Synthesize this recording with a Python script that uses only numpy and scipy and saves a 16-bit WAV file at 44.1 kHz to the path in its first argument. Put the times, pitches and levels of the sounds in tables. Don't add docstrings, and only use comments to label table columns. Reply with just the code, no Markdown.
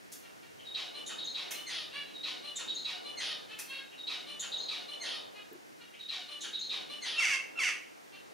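import sys
import numpy as np
from scipy import signal
from scipy.fft import rfft, irfft, next_fast_len
from scipy.io import wavfile

SR = 44100
rng = np.random.default_rng(int(sys.argv[2]) if len(sys.argv) > 2 else 0)


def how_loud(loudness_db):
    steps = np.asarray(loudness_db, float) / 20
    return 10 ** steps


def generate_wav(signal):
    frames = np.transpose(np.atleast_2d(signal))
    scaled = np.clip(frames, -1, 1) * 32767
    pcm = np.round(scaled).astype(np.int16)
    wavfile.write(sys.argv[1], SR, pcm)


N = 367353
TOP_HZ = 15750

# t/s, time stretch, level/dB
PHRASES = [
    (.588, 0.98, -1.5),
    (2.073, 1, -0.56),
    (3.911, .998, -0.87),
    (5.929, 0.99, -0.6),
]
CHEW_STARTS_S = (.152, .765)
# t/s from phrase start, length/s, first f/Hz, last f/Hz, level/dB
WHISTLES = [
    (0.602, 0.042, 3720, 3860, -31),
    (.682, 0.073, 4050, 4150, -39),
    (.664, 0.029, 6650, 6500, -39.5),
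    (.479, .032, 3900, 3600, -36),
    (.642, .04, 3600, 3800, -38.5),
]
RASPS = [
    (.001, 0.04, 3050, 2720, -53),
    (0.4804, 0.028, 6700, 6500, -37.5),
    (.49, 0.042, 7300, 6900, -50.5),
    (.481, .068, 10000, 9800, -58),
]
PEEPS = [
    (1.086, 0.061, 2143, 1250, -38.5),
]
CHURRS = [
    (1.112, 0.2, 2293, 584.6, -35),
]
FALLS = [
    (.5, 0.056, 2595, 1153, -43.5),
    (1.12, 0.039, 2130, 1282, -42),
]
TONES = [
    (.055, .066, 3925, 3765, -40),
]
# t/s from chew start, length/s, first f/Hz, last f/Hz, level/dB
CHEW_PIPS = [
    (0.00099, 0.025, 3740, 3950, -28),
    (.026, 0.028, 4000, 3850, -39),
    (.007, 0.028, 3500, 2500, -45),
]
CHEW_SLIDES = [
    (.019, .14, 1270, 725.4, -37.5),
]
CHEW_NASALS = [
    (.195, 0.1084, 559, 593.5, -42.5),
]
CHEW_TAILS = [
    (.085, 0.066, 799, 713, -57.5),
]
# f/Hz, width/Hz, level/dB
SINGER_THROAT = [(710, 130, -7), (1300, 78, 0.5), (3380, 1650, 0.5), (3530, 2400, 6.5), (6300, 600, -16),
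                 (9500, 780, -17)]
NASAL_THROAT = [(1180, 750, -10), (2350, 960, -17.5), (3123, 500, 6), (3620, 300, -6), (4020, 190, 4),
                (5400, 1500, -18), (9160, 2400, -20)]
CHURR_THROAT = [(1250, 130, -10), (2060, 850, -14), (3460, 1120, 4.5), (4670, 1400, -2), (5800, 100, -21),
                (10000, 930, -13)]
PEEP_THROAT = [(2100, 700, -3), (4500, 670, 2.5), (6690, 740, 2), (8970, 730, -7.5)]
WHISTLE = dict(slope_db=-18, rough=.05, slide_rough=0.044, glide_s=0.0099,
               attack_s=0.007, sag_db_s=38, release_s=0.021)
RASP = dict(slope_db=-10, rough=0.299, slide_rough=0.018, glide_s=.015,
            attack_s=0.0056, sag_db_s=150, release_s=0.021)
PEEP = dict(slope_db=0.5, rough=.045, slide_rough=.01, glide_s=.052, hesitation=4.5, droop=0,
            attack_s=0.017, sag_db_s=9, release_s=0.027)
CHURR = dict(slope_db=-2.5, rough=0.057, slide_rough=0.142, glide_s=.036,
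             attack_s=0.027, sag_db_s=44, release_s=0.0666)
FALL = dict(slope_db=-4.5, rough=0.14, slide_rough=0.11, glide_s=.02,
            attack_s=.014, sag_db_s=20, release_s=0.019)
TONE = dict(slope_db=-17, rough=.032, slide_rough=.02, glide_s=.014,
            attack_s=0.016, sag_db_s=-15, release_s=0.028)
PIP = dict(slope_db=-12, rough=0.09, slide_rough=0.019, glide_s=0.00802,
           attack_s=0.009, sag_db_s=61, release_s=.012)
SLIDE = dict(slope_db=-1, rough=0.078, slide_rough=.06, glide_s=.05, hesitation=3.2,
             attack_s=.012, sag_db_s=117, release_s=0.0091)
NASAL = dict(slope_db=0, rough=0.057, slide_rough=0.014, glide_s=0.0161, droop=0.00214,
             attack_s=0.014, sag_db_s=0, release_s=0.043)
TAIL = dict(slope_db=-13, rough=0.056, slide_rough=.04, glide_s=.015,
            attack_s=0.017, sag_db_s=5, release_s=0.013)


def phrases():
    track = np.zeros(N)
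    once = [(WHISTLES, WHISTLE, SINGER_THROAT), (RASPS, RASP, SINGER_THROAT), (PEEPS, PEEP, PEEP_THROAT),
            (CHURRS, CHURR, CHURR_THROAT), (FALLS, FALL, SINGER_THROAT), (TONES, TONE, SINGER_THROAT)]
    chew = [(CHEW_PIPS, PIP, SINGER_THROAT), (CHEW_SLIDES, SLIDE, SINGER_THROAT),
            (CHEW_NASALS, NASAL, NASAL_THROAT), (CHEW_TAILS, TAIL, SINGER_THROAT)]
    for start, stretch, db in PHRASES:
        for shift, parts in [(0, once), (CHEW_STARTS_S[0], chew), (CHEW_STARTS_S[1], chew)]:
            for notes, voice, throat in parts:
                for s, *row in notes:
                    add_voice(track, start + stretch * (shift + s), note(*row, **voice), throat, db)
    return track


# t/s, length/s, f/Hz, starts off pitch by %, level/dB
CAWS = [
    (0.221, 0.054, 466, 5, -53.5),
    (0.417, 0.04, 463, 7.5, -54.5),
    (1.9, 0.1644, 578, -9, -38.5),
    (3.473, .1, 438, -6.5, -45.5),
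    (3.654, .215, 549.7, -8, -40.5),
    (5.333, 0.094, 419, -4.5, -47.5),
    (5.789, 0.066, 471, 7.5, -50.5),
    (8.106, 0.094, 386.6, 7, -50),
]
# f/Hz, width/Hz, level/dB
CAW_THROAT = [(1260, 160, -5), (1590, 700, -4), (2820, 920, 6), (3890, 1040, 2.5), (5760, 1200, -20),
              (9500, 2000, -19)]


def lone_caws():
    track = np.zeros(N)
    for s, length, hz, off, db in CAWS:
        slope_db = -2.6 + 0.22 * (db + 44)
        rows = note(length, hz * (1 + off / 100), hz, db, slope_db, rough=.06, slide_rough=0,
                    glide_s=.16 * length, droop=0.00345,
                    attack_s=0.22 * length, sag_db_s=19, release_s=0.506 * length)
        add_voice(track, s, rows, CAW_THROAT)
    return track


# t/s, length/s, level/dB, held note over it/dB
BEGS = [
    (7.161, 0.26, -31, 4.5),
    (7.555, 0.21, -32, -2),
]
# t/s from call start, f/Hz
BEG_PITCH = [
    (0, 1372),
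    (.037, 1342),
    (.042, 1160),
    (.076, 993),
    (.092, 768.4),
    (.12, 680.6),
    (.148, 567),
    (.175, 541),
    (.27, 496),
]
# f/Hz, width/Hz, level/dB
YOUNG_THROAT = [(1240, 340, -5), (2070, 470, 9.5), (2560, 700, 8), (4700, 560, -5.5), (5970, 1040, -6),
                (8000, 3000, -17)]


def youngster():
    break_s, break_depth_db, break_heals_s = .041, 6.5, 0.0086
    track = np.zeros(N)
    for s, length, db, held_db in BEGS:
        t = np.arange(0, length, .001)
        push_db = effort(t, length, attack_s=0.035, sag_db_s=19, release_s=0.074)
        held = np.clip((break_s - t) / .003, 0, 1)
        healing = np.exp(-np.abs(t - break_s) / break_heals_s)
        break_db = held * held_db - (1 - held) * break_depth_db * healing
        slope_db = 3.5 + 0.32 * push_db - (4 - 0.53 * held_db) * held
        hz = np.interp(t, *np.transpose(BEG_PITCH))
        rough = .05 + .08 * t
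        rows = np.transpose([t, hz, db + push_db + break_db, slope_db, rough])
        add_voice(track, s, rows, YOUNG_THROAT)
    return track


# t/s, level/dB, low knock level/dB
SNAPS = [
    (0.1183, -49, 3),
    (1.5062, -40.5, 15.5),
    (3.5865, -43, 12.5),
]
# f/Hz, width/Hz, level/dB
SNAP_BODY = [(2510, 1700, 0), (5800, 3000, 9.5), (9300, 10000, 8), (14540, 11000, -20)]


def snaps():
    track, t = np.zeros(N), np.arange(600) / SR
    for s, db, knock_db in SNAPS:
        knock_hz, knock_width_hz = SNAP_BODY[0][:2]
        modes = [(knock_hz, knock_width_hz, knock_db)] + list(SNAP_BODY[1:])
        crackle = np.pad(rng.standard_normal(len(t)) * t * np.exp(-t / 0.0052), 200)
        snap = rms_one(coloured(crackle, lambda hz: throat_gain(modes, hz)))
        i = round(s * SR) - 200
        track[i:i + len(snap)] += how_loud(db + 3.0) * snap
    return track


# t/s, f/Hz, length/s, time to fall 60 dB/s, level/dB
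BUMPS = [
    (5.513, 355.6, 0.085, 0.28, -46.5),
    (5.528, 14500, .012, 0.022, -43),
    (8.31, 554, 0.022, 0.086, -54.5),
]


def bumps():
    track, t = np.zeros(N), np.arange(6000) / SR
    for s, hz, length, t60, db in BUMPS:
        fade = how_loud(-60 * t / t60)
        shape = fade * np.clip(t / 0.0037, 0, 1) * np.clip((length - t) / 0.0078, 0, 1)
        noise = rng.standard_normal(len(t))
        burst = rms_one(coloured(noise, lambda f: throat_gain([(hz, 0.48 * hz, 0)], f) ** 2))
        i = round(s * SR)
        track[i:i + len(t)] += (how_loud(db) * shape * burst)[:N - i]
    return track


# f/Hz, level/dB per Hz
HUM = [(18, -60), (30, -35), (165, -9.5), (265, -8.5), (294, -3.5), (353, -8), (402, -5.5), (680, -8),
       (736, -7), (1180, -14), (2100, -19.5), (3640, -24.5), (5690, -24), (15800, -36.5)]
HUM_SIDE = [(18, -64), (30, -41), (145, -11.5), (326, -4.5), (392, -6), (424, -5), (796, -9), (1420, -18),
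            (1700, -23), (4150, -36.5), (5840, -41), (15800, -48.5)]
# t/s, level/dB
SWELL = [
    (0.0, -64.5),
    (1.51, -62),
    (3.55, -63),
    (3.9, -66),
    (4.41, -62.5),
    (5.84, -67),
    (6.66, -64),
    (8.33, -65.5),
]


def traffic():
    s, rumble_db = np.transpose(SWELL)
    t = np.arange(N) / SR
    white = rng.standard_normal((2, N))
    mid = how_loud(-61.5) * rms_one(coloured(white[0], lambda hz: how_loud(at_hz(HUM, hz))))
    side = how_loud(-52.5) * rms_one(coloured(white[1], lambda hz: how_loud(at_hz(HUM_SIDE, hz))))
    rest, rumble = mid + side * [[1], [-1]], 0
    for edge_hz in [130, 230, 420, 1500]:
        band = coloured(rest, lambda hz: 1 / (1 + (hz / edge_hz) ** 8))
        throb = np.interp(t, np.arange(50) * .17, rng.standard_normal(50))
        rumble = rumble + band * how_loud(2.7 * throb)
        rest = rest - band
    swell_db = np.interp(t, s, rumble_db - np.mean(rumble_db))
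    hiss_db = 8 + 0.37 * swell_db
    return rumble * how_loud(swell_db) + rest * how_loud(hiss_db)


EDGE_DB = 24.5


def effort(t, length, attack_s, sag_db_s, release_s):
    rise = np.clip(1 - t / attack_s, 0, 1)
    fall = np.clip(1 - (length - t) / release_s, 0, 1)
    return -EDGE_DB * (rise + fall) - sag_db_s * t


def note(length, first_hz, last_hz, db, slope_db, rough, slide_rough, glide_s, droop=0.00153, hesitation=1, **edges):
    t = np.arange(0, length, .001)
    left = np.exp(-(t / glide_s) ** hesitation)
    hz = last_hz * (first_hz / last_hz) ** left
    release = np.clip(1 - (length - t) / edges["release_s"], 0, 1)
    hz = hz * (1 - droop * EDGE_DB * release)
    level_db = db + effort(t, length, **edges)
    return np.transpose([t, hz, level_db, slope_db + 0 * t, rough + slide_rough * np.sqrt(left)])


def add_voice(track, s, rows, modes, level_db=0):
    at, *columns = np.transpose(rows)
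    t = np.arange(at[0], at[-1], 1 / SR)
    hz, db, slope_db, rough = [np.interp(t, at, c) for c in columns]
    white = rng.standard_normal((2, 12000))
    waver = rms_one(signal.lfilter([1], [1, -1.97, .970225], white[0]))[:len(t)]
    flutter = rms_one(signal.lfilter([1], [1, -2.7, 2.43, -.729], white[1]))[:len(t)]
    rough = np.clip(rough, 0, 1)
    hz = hz * (1 + .15 * rough * waver)
    k = np.arange(1, int(TOP_HZ / np.min(columns[0])) + 1)[:, None]
    gains = how_loud(slope_db * np.log2(k)) * throat_gain(modes, k * hz) * (k * hz < TOP_HZ)
    gains = gains / np.sqrt(np.sum(gains ** 2, axis=0) / 2 + 1e-20)
    phase = np.cumsum(2 * np.pi * hz / SR)
    sound = np.sum(gains * np.sin(k * phase), axis=0)
    sound *= how_loud(db + level_db) * (1 + 5.93 * rough * flutter)
    i = round((s + at[0]) * SR)
    track[i:i + len(t)] += sound[:N - i]


# f/Hz, time to fall 60 dB/s
GARDEN_T60 = [(500, 0.45), (1500, 0.47), (3000, 0.46), (6000, 0.4), (12000, 0.41)]


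def garden(x, direct_db, rise_s, side_db):
    t = np.arange(round(.7 * SR)) / SR
    edges, echo = 250 * 2 ** np.arange(0, 6.3, .48), 0
    white = rng.standard_normal((2, 2, len(t)))
    for k, (low, high) in enumerate(zip(edges, edges[1:])):
        sos = signal.butter(2, [low, high], "band", fs=SR, output="sos")
        band = signal.sosfilt(sos, white[k % 2])
        t60 = at_hz(GARDEN_T60, np.sqrt(low * high))
        echo = echo + band * how_loud(-60 * t / t60) / np.sqrt(t60)
    echo = echo * (1 - np.exp(-t / rise_s)) * (1 + 0.34 * np.exp(-t / 0.042))
    echo /= np.sqrt(np.sum(echo[0] ** 2))
    echo[0, 0] += how_loud(direct_db)
    mid, side = signal.fftconvolve(x[None], echo, axes=1)[:, :N]
    return mid + how_loud(side_db) * side * [[1], [-1]]


def rms_one(x):
    return x / np.sqrt(np.mean(x ** 2) + 1e-20)


def at_hz(points, hz):
    point_hz, value = np.transpose(points)
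    return np.interp(np.log(hz), np.log(point_hz), value)


def throat_gain(modes, hz):
    power = 0
    for mid_hz, width_hz, db in modes:
        power = power + how_loud(2 * db) / (1 + (2 * (hz - mid_hz) / width_hz) ** 2) ** 2
    return np.sqrt(power)


def coloured(x, gain_at):
    size = next_fast_len(x.shape[-1])
    hz = np.maximum(np.arange(size // 2 + 1) * SR / size, 1)
    return irfft(rfft(x, size) * gain_at(hz), size)[..., :x.shape[-1]]


def scene():
    far = garden(phrases() + lone_caws(), direct_db=-11, rise_s=0.00073, side_db=-11.5)
    bills = garden(snaps(), direct_db=-7, rise_s=0.00093, side_db=-6.5)
    near = garden(youngster(), direct_db=1.5, rise_s=0.00077, side_db=-6.0)
    near = near * how_loud([[-.6], [.6]])
    return far + bills + near + bumps() + traffic()


def top_cut(x):
    return signal.sosfilt(signal.butter(12, 15970, fs=SR, output="sos"), x)


def record(dry):
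    notch_hz, width_hz, depth = 7920, 255, 0.49

    def microphone(hz):
        dip = depth / (1 + (2 * (hz - notch_hz) / width_hz) ** 2)
        return (1 - dip) * (hz < TOP_HZ)

    mix = coloured(dry, microphone)
    return top_cut(mix)


dry = scene()
out = record(dry)
generate_wav(out)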